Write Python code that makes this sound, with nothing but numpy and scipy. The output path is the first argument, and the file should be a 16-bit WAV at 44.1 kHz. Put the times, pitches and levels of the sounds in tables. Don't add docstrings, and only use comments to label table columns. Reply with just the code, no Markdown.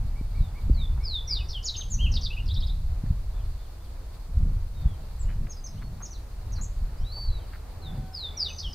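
import sys
import numpy as np
from scipy import signal
from scipy.fft import rfft, irfft
from scipy.io import wavfile
from scipy.ndimage import uniform_filter1d

SR = 44100
rng = np.random.default_rng(int(sys.argv[2]) if len(sys.argv) > 2 else 0)


def transcribe(u):
    v = np.clip(np.atleast_2d(u).T, -1, 1)
    q = np.round(v * 32767).astype(np.int16)
    wavfile.write(sys.argv[1], SR, q)


N = 385434
TIME_S = np.arange(N) / SR

# freq_hz, density_db
ROAD_SPECTRUM = [(60, 7), (150, 4), (300, 2), (500, 1.5), (800, 0), (1200, -4), (1700, -10), (2500, -13.5),
                 (5000, -33)]
INSECT_SPECTRUM = [(2000, -11), (3000, -11), (3700, -1.5), (4500, 2.5), (5000, -4), (5600, -20),
                   (8000, -13)]
HISS_SPECTRUM = [(200, 2.5), (2000, -1.4), (5000, 3), (8000, 0.4), (12000, -1.4), (15500, -1.7)]
RUMBLE_SPECTRUM = [(8, -13.5), (20, 0.5), (30, 2), (50, -2.5), (80, -7), (110, -15), (160, -35.5),
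                   (300, -66), (600, -113)]
EDDY_SPECTRUM = [(50, -46), (90, 2), (120, 2.5), (170, -3), (250, -16), (350, -26.5), (600, -36),
                 (1500, -73)]
# time_s, level_db
ROAD_LEVELS = [(0.0, -57.5), (5.6, -58.5), (6.7, -57.5), (8.06, -55), (8.74, -56.5)]
MOTOR_LEVELS = [(7.4, -69), (7.8, -47.5), (8.74, -42.5)]
WHINE_LEVELS = [(7.74, -100), (7.83, -57.5), (8.0, -56.5), (8.13, -54.5), (8.24, -100)]
INSECT_LEVELS = [(0, -66), (2, -63.5), (5.5, -67.5), (6.8, -66.5), (7.7, -64)]
BREEZE_LEVELS = [(0.0, -31), (1.95, -35.5), (2.77, -28), (3.82, -44), (4.38, -31), (6.16, -41), (6.67, -33),
                 (8.35, -43), (8.74, -41)]
# peak_s, length_s, rumble_db, eddy_db
GUSTS = [(.0, .2, -25, -40), (0.405, 0.075, -25, -36), (0.706, .11, -19.5, -35), (0.885, 0.24, -24, -42),
         (1.383, 0.3, -29.5, -51), (2.09, 0.25, -23, -35.5), (2.622, .28, -22.5, -39.5),
         (2.904, 0.11, -23, -47.5), (3.096, 0.055, -26.5, -36), (3.374, 0.32, -27.5, -57),
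         (3.95, 0.24, -35.5, -62), (4.472, 0.2, -25, -38), (4.857, 0.094, -22, -39),
         (5.273, .08, -22.5, -37.5), (5.398, 0.079, -21.5, -31), (5.863, .2, -36.5, -38),
         (6.19, .07, -33.5, -50), (6.57, .13, -26, -39.5), (6.83, 0.081, -28.5, -44),
         (7.028, 0.041, -21.5, -41), (7.314, 0.077, -24, -53), (7.971, .14, -33, -35),
         (8.674, .05, -29.5, -45.5)]
# centre_s, strength_db, width_s
VORTICES = [(0.213, -18.5, 0.0014), (0.412, -9, 0.0032), (0.699, -10, .0013), (0.713, -7.5, 0.0037),
            (3.04, -14, 0.0018), (3.109, -7, 0.0028), (4.377, -5, 0.0041), (4.434, -6, 0.0031),
            (4.86, -7, 0.003), (5.406, -26, 0.0035)]
# start_s, length_s, level_db, centre_hz
FOOTFALLS = [(.955, 0.045, -60, 1010), (1.788, 0.021, -62, 1500), (3.031, 0.062, -67, 1500),
             (5.269, 0.085, -62, 1880), (5.46, .02, -60.5, 2060), (5.81, 0.029, -58.5, 1700),
             (5.988, 0.059, -57.5, 1200), (6.558, 0.077, -60.5, 1310), (7.158, 0.046, -57.5, 870),
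             (7.518, .055, -57, 1700)]
# start_s, length_s, start_hz, end_hz, level_db
FAR_GLIDES = [(4.729, .25, 3860, 3014, -65.5), (5.247, 0.085, 2750, 3050, -67),
              (5.76, 0.076, 2600, 3960, -68), (5.817, .07, 4250, 4300, -64), (6.96, .08, 4240, 5860, -66.5),
              (8.473, .14, 6060, 6020, -51.5), (8.642, 0.096, 5380, 5080, -55)]
# start_s, level_db
FAR_HOOKS = [(3.33, -65), (3.58, -68), (3.79, -70), (7.99, -71)]
FAR_PEEPS = [(.145, -67.5), (.335, -68), (0.539, -66.5), (.76, -68.5), (.99, -67), (1.275, -65),
             (8.32, -69)]
# length_s, start_hz, middle_hz, end_hz
HOOK_CONTOUR = (.1, 3220, 3520, 2620)
PEEP_CONTOUR = (0.0753, 940, 1165, 1030)
# effort_share, jump_hz
DRAKE_REGISTERS = [(.43, 483), (.87, 291)]
# start_s, length_s, top_hz, level_db, swell_db
SONG_SLIDES = [(0.336, 0.16, 4820, -62, 7), (.725, .14, 4910, -48.5, 18), (1.023, .178, 5640, -35.5, 12),
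               (7.812, .1, 4410, -49.5, 9), (8.125, .172, 5480, -37.5, 4.5)]
SYLLABLE_NOTES = { "plunge": [(0, .068, 6030, 5154, 4520, .5, 15.5), (.06, .055, 4850, 3944, 3554, -3, 6),
                  (.116, 0.0174, 2950, 2926, 3030, -11.5, -5), (.133, .019, 2650, 2560, 2530, -16, -7)],
                  "flick": [(0.00028, 0.0136, 6000, 5080, 4380, 0, 4)],
                  "tail": [(0, .015, 4680, 3730, 3500, -4.5, 8), (.014, .045, 3400, 3170, 2887, 0.5, 6)],
                  "sweep": [(0, 0.026, 6970, 6740, 6350, -6, 6), (.011, .054, 6750, 4635, 3660, 0, 2)],
                  "dip": [(0.0014, 0.021, 4150, 3430, 2930, 0.5, -7)],
                  "ping": [(0, .015, 3460, 3920, 6300, -8, 0), (.014, 0.031, 6390, 6360, 6260, -0.5, -1)],
                  "high slide": [(0, .056, 7400, 6650, 5830, -0.5, 10)],
                  "arch": [(0, 0.094, 2530, 3200, 2420, 0.5, 4)],
                  "zigzag": [(0, .017, 5820, 5760, 4350, -9.5, 12),
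                  (.024, 0.0112, 4600, 5270, 5920, -4.5, -15), (.036, .03, 5300, 4070, 3440, 0, 1)],
                  "chirp": [(0, 0.0332, 2470, 2710, 3020, 0, 0)],
                  "trill": [(0, 0.0174, 5300, 4330, 3600, -4.5, 0),
                  (.019, .024, 3260, 3620, 4070, -0.5, 5)]}
# start_s, syllable, level_db
SONG_SEQUENCE = [ (1.271, "plunge", -32.5), (1.485, "flick", -43), (1.498, "flick", -38.5),
                 (1.511, "flick", -43), (1.526, "tail", -38.5), (1.627, "flick", -45.5),
                 (1.641, "sweep", -30.5), (1.735, "dip", -41.5), (1.752, "ping", -30.5),
                 (1.805, "dip", -39.5), (1.898, "high slide", -36), (1.983, "arch", -37),
                 (2.114, "zigzag", -33.5), (2.208, "zigzag", -33), (2.301, "chirp", -41.5),
                 (2.365, "chirp", -41), (2.457, "flick", -53), (2.477, "trill", -38.5),
                 (2.540, "trill", -37.5), (2.603, "trill", -40), (2.666, "trill", -43),
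                 (8.366, "plunge", -31.5), (8.581, "flick", -38.5), (8.594, "flick", -35.5),
                 (8.607, "flick", -43), (8.622, "tail", -40), (8.728, "flick", -42.5)]
# start_s, lead_s, start_hz, turn_hz, end_hz, level_db
SONG_CHIPS = [(5.193, 0.019, 7600, 7780, 6800, -50), (5.495, 0.018, 6360, 6600, 4940, -44.5),
              (5.566, 0.017, 5010, 4900, 4830, -55.5), (5.639, 0.02, 6260, 6330, 4880, -41.5),
              (6.022, 0.025, 6300, 6780, 5160, -41), (6.107, 0.0084, 6080, 6160, 5600, -45.5),
              (6.132, 0.014, 4610, 4300, 3640, -52), (6.521, 0.0055, 6400, 6390, 5440, -47),
              (6.555, .016, 4700, 4270, 4020, -49), (6.61, 0.022, 6270, 7650, 5860, -41)]


def undb(db):
    return 10 ** (np.asarray(db) / 20)


def curve(levels):
    return np.interp(TIME_S, *np.transpose(levels))


def add(track, start_s, sound):
    i = max(int(start_s * SR), 0)
    track[i:i + len(sound)] += sound[:max(len(track) - i, 0)]


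def noise(spectrum):
    hz, db = np.transpose(spectrum)
    bins_hz = np.maximum(np.fft.rfftfreq(N, 1 / SR), 1)
    gain = undb(np.interp(np.log(bins_hz), np.log(hz), db))
    y = irfft(rfft(rng.standard_normal(N)) * gain, N)
    return y / y.std()


def stereo_noise(spectrum, side_db):
    return noise(spectrum) + undb(side_db) * noise(spectrum) * np.array([[1], [-1]])


def walk(rate_hz):
    k = max(int(SR / rate_hz), 1)
    y = uniform_filter1d(np.repeat(rng.standard_normal(N // k + 1), k)[:N], k)
    return y / y.std()


def drone(hz, levels, octave_db):
    phase = 2 * np.pi * np.cumsum(hz * (1 + 0.00398 * walk(25))) / SR
    return np.sqrt(2) * undb(curve(levels)) * (np.sin(phase) + undb(octave_db) * np.sin(2 * phase))


def road():
    traffic = stereo_noise(ROAD_SPECTRUM, side_db=-5) * undb(curve(ROAD_LEVELS) + 4 + 1.06 * walk(9))
    motor = drone(hz=80.4, levels=MOTOR_LEVELS, octave_db=-14)
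    whine = drone(hz=757, levels=WHINE_LEVELS, octave_db=-10.5)
    return traffic + motor + whine


def insects():
    return stereo_noise(INSECT_SPECTRUM, side_db=-1) * undb(curve(INSECT_LEVELS) + 1.9 * walk(30))


def turbulence(spectrum, window_s):
    y = noise(spectrum)
    power = uniform_filter1d(y ** 2, int(window_s * SR))
    return y / np.sqrt(power + 0.0063)


def wind(breeze_gain_db=0.5, eddy_ratio_db=-18, waver_db=1.5, puff_db=2.75):
    rumble = undb(curve(BREEZE_LEVELS) + breeze_gain_db)
    eddies = rumble * undb(eddy_ratio_db)
    for peak_s, length_s, rumble_db, eddy_db in GUSTS:
        swell = np.exp(-2 * ((TIME_S - peak_s) / length_s) ** 2)
        rumble = np.hypot(rumble, undb(rumble_db) * swell)
        eddies = np.hypot(eddies, undb(eddy_db) * swell)
    out = rumble * undb(waver_db * walk(9)) * turbulence(RUMBLE_SPECTRUM, window_s=0.0887)
    out += eddies * undb(puff_db * walk(35) - 1) * turbulence(EDDY_SPECTRUM, window_s=0.0626)
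    for centre_s, strength_db, width_s in VORTICES:
        u = (TIME_S - centre_s) / width_s
        out -= undb(strength_db) * u / (1 + u ** 2 / 3) ** 3
    return out


def footsteps(ticks_per_s=700):
    out = np.zeros(N)
    for start_s, length_s, db, hz in FOOTFALLS:
        n = int(length_s * SR)
        ticks = rng.standard_normal(n) * (rng.random(n) < ticks_per_s / SR) * np.hanning(n)
        band = signal.butter(2, [hz * 0.62, hz * 1.23], "band", fs=SR, output="sos")
        crunch = signal.sosfilt(band, ticks) + 0.033 * ticks
        add(out, start_s, undb(db) * crunch / (crunch.std() + 1e-12))
    return out


def syrinx(hz, octave_db, third_db):
    phase = 2 * np.pi * np.cumsum(hz) / SR
    partials = ((1, 0), (2, octave_db), (3, third_db))
    return np.sqrt(2) * sum(undb(db) * np.sin(k * phase) * (k * hz < SR / 2) for k, db in partials)


def sing(notes, attack_share, release_share, waver, rasp, octave_db):
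    out = np.zeros(N + SR)
    drift, flutter = walk(200), walk(900)
    for start_s, length_s, start_hz, middle_hz, end_hz, db, swell_db in notes:
        u = np.linspace(0, 1, max(int(length_s * SR), 16))
        span = (int(start_s * SR) + np.arange(len(u))) % N
        hz = np.polyval(np.polyfit([0, .5, 1], [start_hz, middle_hz, end_hz], 2), u)
        octaves_per_s = abs(np.log2(end_hz / start_hz)) / length_s
        hz *= 1 + waver * drift[span] + rasp * np.tanh(octaves_per_s / 25) * flutter[span]
        edge = np.clip(np.minimum(u / attack_share, (1 - u) / release_share), 0, 1)
        envelope = np.sin(edge * np.pi / 2) ** 2 * undb(db + swell_db * (u - .5))
        add(out, start_s, envelope * syrinx(hz, octave_db, third_db=-49))
    return out[:N]


def reeds(x, stems_db, stems_t60_s, bank_db, trees_db, trees_t60_s):
    t = np.arange(int(.8 * SR)) / SR
    stems = rng.standard_normal(len(t)) * undb(-60 * t / stems_t60_s) * (t > .001)
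    echoes = rng.standard_normal(len(t)) * (rng.random(len(t)) < 500 / SR)
    bank = echoes * np.exp(-((t - .04) / 0.055) ** 2)
    trees = rng.standard_normal(len(t)) * undb(-60 * t / trees_t60_s) * np.minimum(t / 0.026, 1)
    parts = ((stems_db, stems), (bank_db, bank), (trees_db, trees))
    response = sum(undb(db) * part / np.linalg.norm(part) for db, part in parts)
    return (x + signal.fftconvolve(x, response)[:N]) / np.sqrt(1 + np.sum(response ** 2))


def far_birds(bow_ratio=1.02, fade_db=-5):
    notes = [(s, length_s, start_hz, (start_hz + end_hz) / 2 * bow_ratio, end_hz, db, fade_db)
             for s, length_s, start_hz, end_hz, db in FAR_GLIDES]
    notes += [(s, *HOOK_CONTOUR, db, fade_db) for s, db in FAR_HOOKS]
    peeps = [(s, *PEEP_CONTOUR, db, 0) for s, db in FAR_PEEPS]
    calls = sing(notes, attack_share=0.2, release_share=0.15, waver=0.0075, rasp=0.09, octave_db=-30)
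    calls += sing(peeps, attack_share=0.22, release_share=0.35, waver=0.015, rasp=0, octave_db=7)
    return reeds(calls, stems_db=-4, stems_t60_s=0.15, bank_db=-11.5, trees_db=-10.5, trees_t60_s=.6)


def drake(peak_s=7.19, rise_s=.19, fall_s=.272, low_hz=2904, bend_hz=870):
    db_per_khz, fade_db_per_s = 17.5, 6
    t = TIME_S - peak_s
    effort = np.maximum(1 - (t / np.where(t < 0, rise_s, fall_s)) ** 2, 0)
    jumps_hz = sum(jump_hz * (effort > threshold) for threshold, jump_hz in DRAKE_REGISTERS)
    hz = low_hz + bend_hz * effort + uniform_filter1d(jumps_hz.astype(float), size=300)
    below_top_khz = (hz.max() - hz) / 1000
    envelope = np.minimum(10 * effort, 1) * undb(-40.5 - db_per_khz * below_top_khz - fade_db_per_s * t)
    waver = 1 + .002 * walk(200)
    air = 1 + 0.17 * walk(900)
    whistle = envelope * air * syrinx(hz * waver, octave_db=-42, third_db=-35)
    return reeds(whistle, stems_db=-10, stems_t60_s=0.091, bank_db=-16, trees_db=-15.5, trees_t60_s=0.72)


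def slide_notes(end_hz=3439, halfway_share=.31):
    return [(s, length_s, top_hz, end_hz + halfway_share * (top_hz - end_hz), end_hz, db, swell_db)
            for s, length_s, top_hz, db, swell_db in SONG_SLIDES]


def syllable_notes():
    return [(s + delay_s, *contour, db + note_db, swell_db)
            for s, syllable, db in SONG_SEQUENCE
            for delay_s, *contour, note_db, swell_db in SYLLABLE_NOTES[syllable]]


def chip_notes(drop_s=0.0219, drop_db=-1.5, fade_db=-2.5):
    notes = []
    for s, lead_s, start_hz, turn_hz, end_hz, db in SONG_CHIPS:
        notes.append((s, lead_s, start_hz, (start_hz + turn_hz) / 2, turn_hz, db, 0))
        notes.append((s + lead_s, drop_s, turn_hz, (turn_hz + end_hz) / 2, end_hz, db + drop_db, fade_db))
    return notes


def songbird():
    slides, quick = slide_notes(), syllable_notes() + chip_notes()
    song = sing(slides, attack_share=0.16, release_share=0.09, waver=0.0028, rasp=.015, octave_db=-48)
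    song += sing(quick, attack_share=0.15, release_share=0.11, waver=0.0036, rasp=0.055, octave_db=-40.5)
    return reeds(song, stems_db=-1, stems_t60_s=0.12, bank_db=-13, trees_db=-17, trees_t60_s=0.75)


def scene():
    centre = undb(0.5) * songbird() + undb(2) * far_birds() + drake() + undb(4) * footsteps() + wind()
    return centre + road() + insects() + undb(-63.5) * stereo_noise(HISS_SPECTRUM, side_db=1)


def record(dry):
    cutoff_hz = 15500
    return signal.sosfilt(signal.ellip(10, .1, 80, cutoff_hz, fs=SR, output="sos"), dry)


dry = scene()
out = record(dry)
transcribe(out)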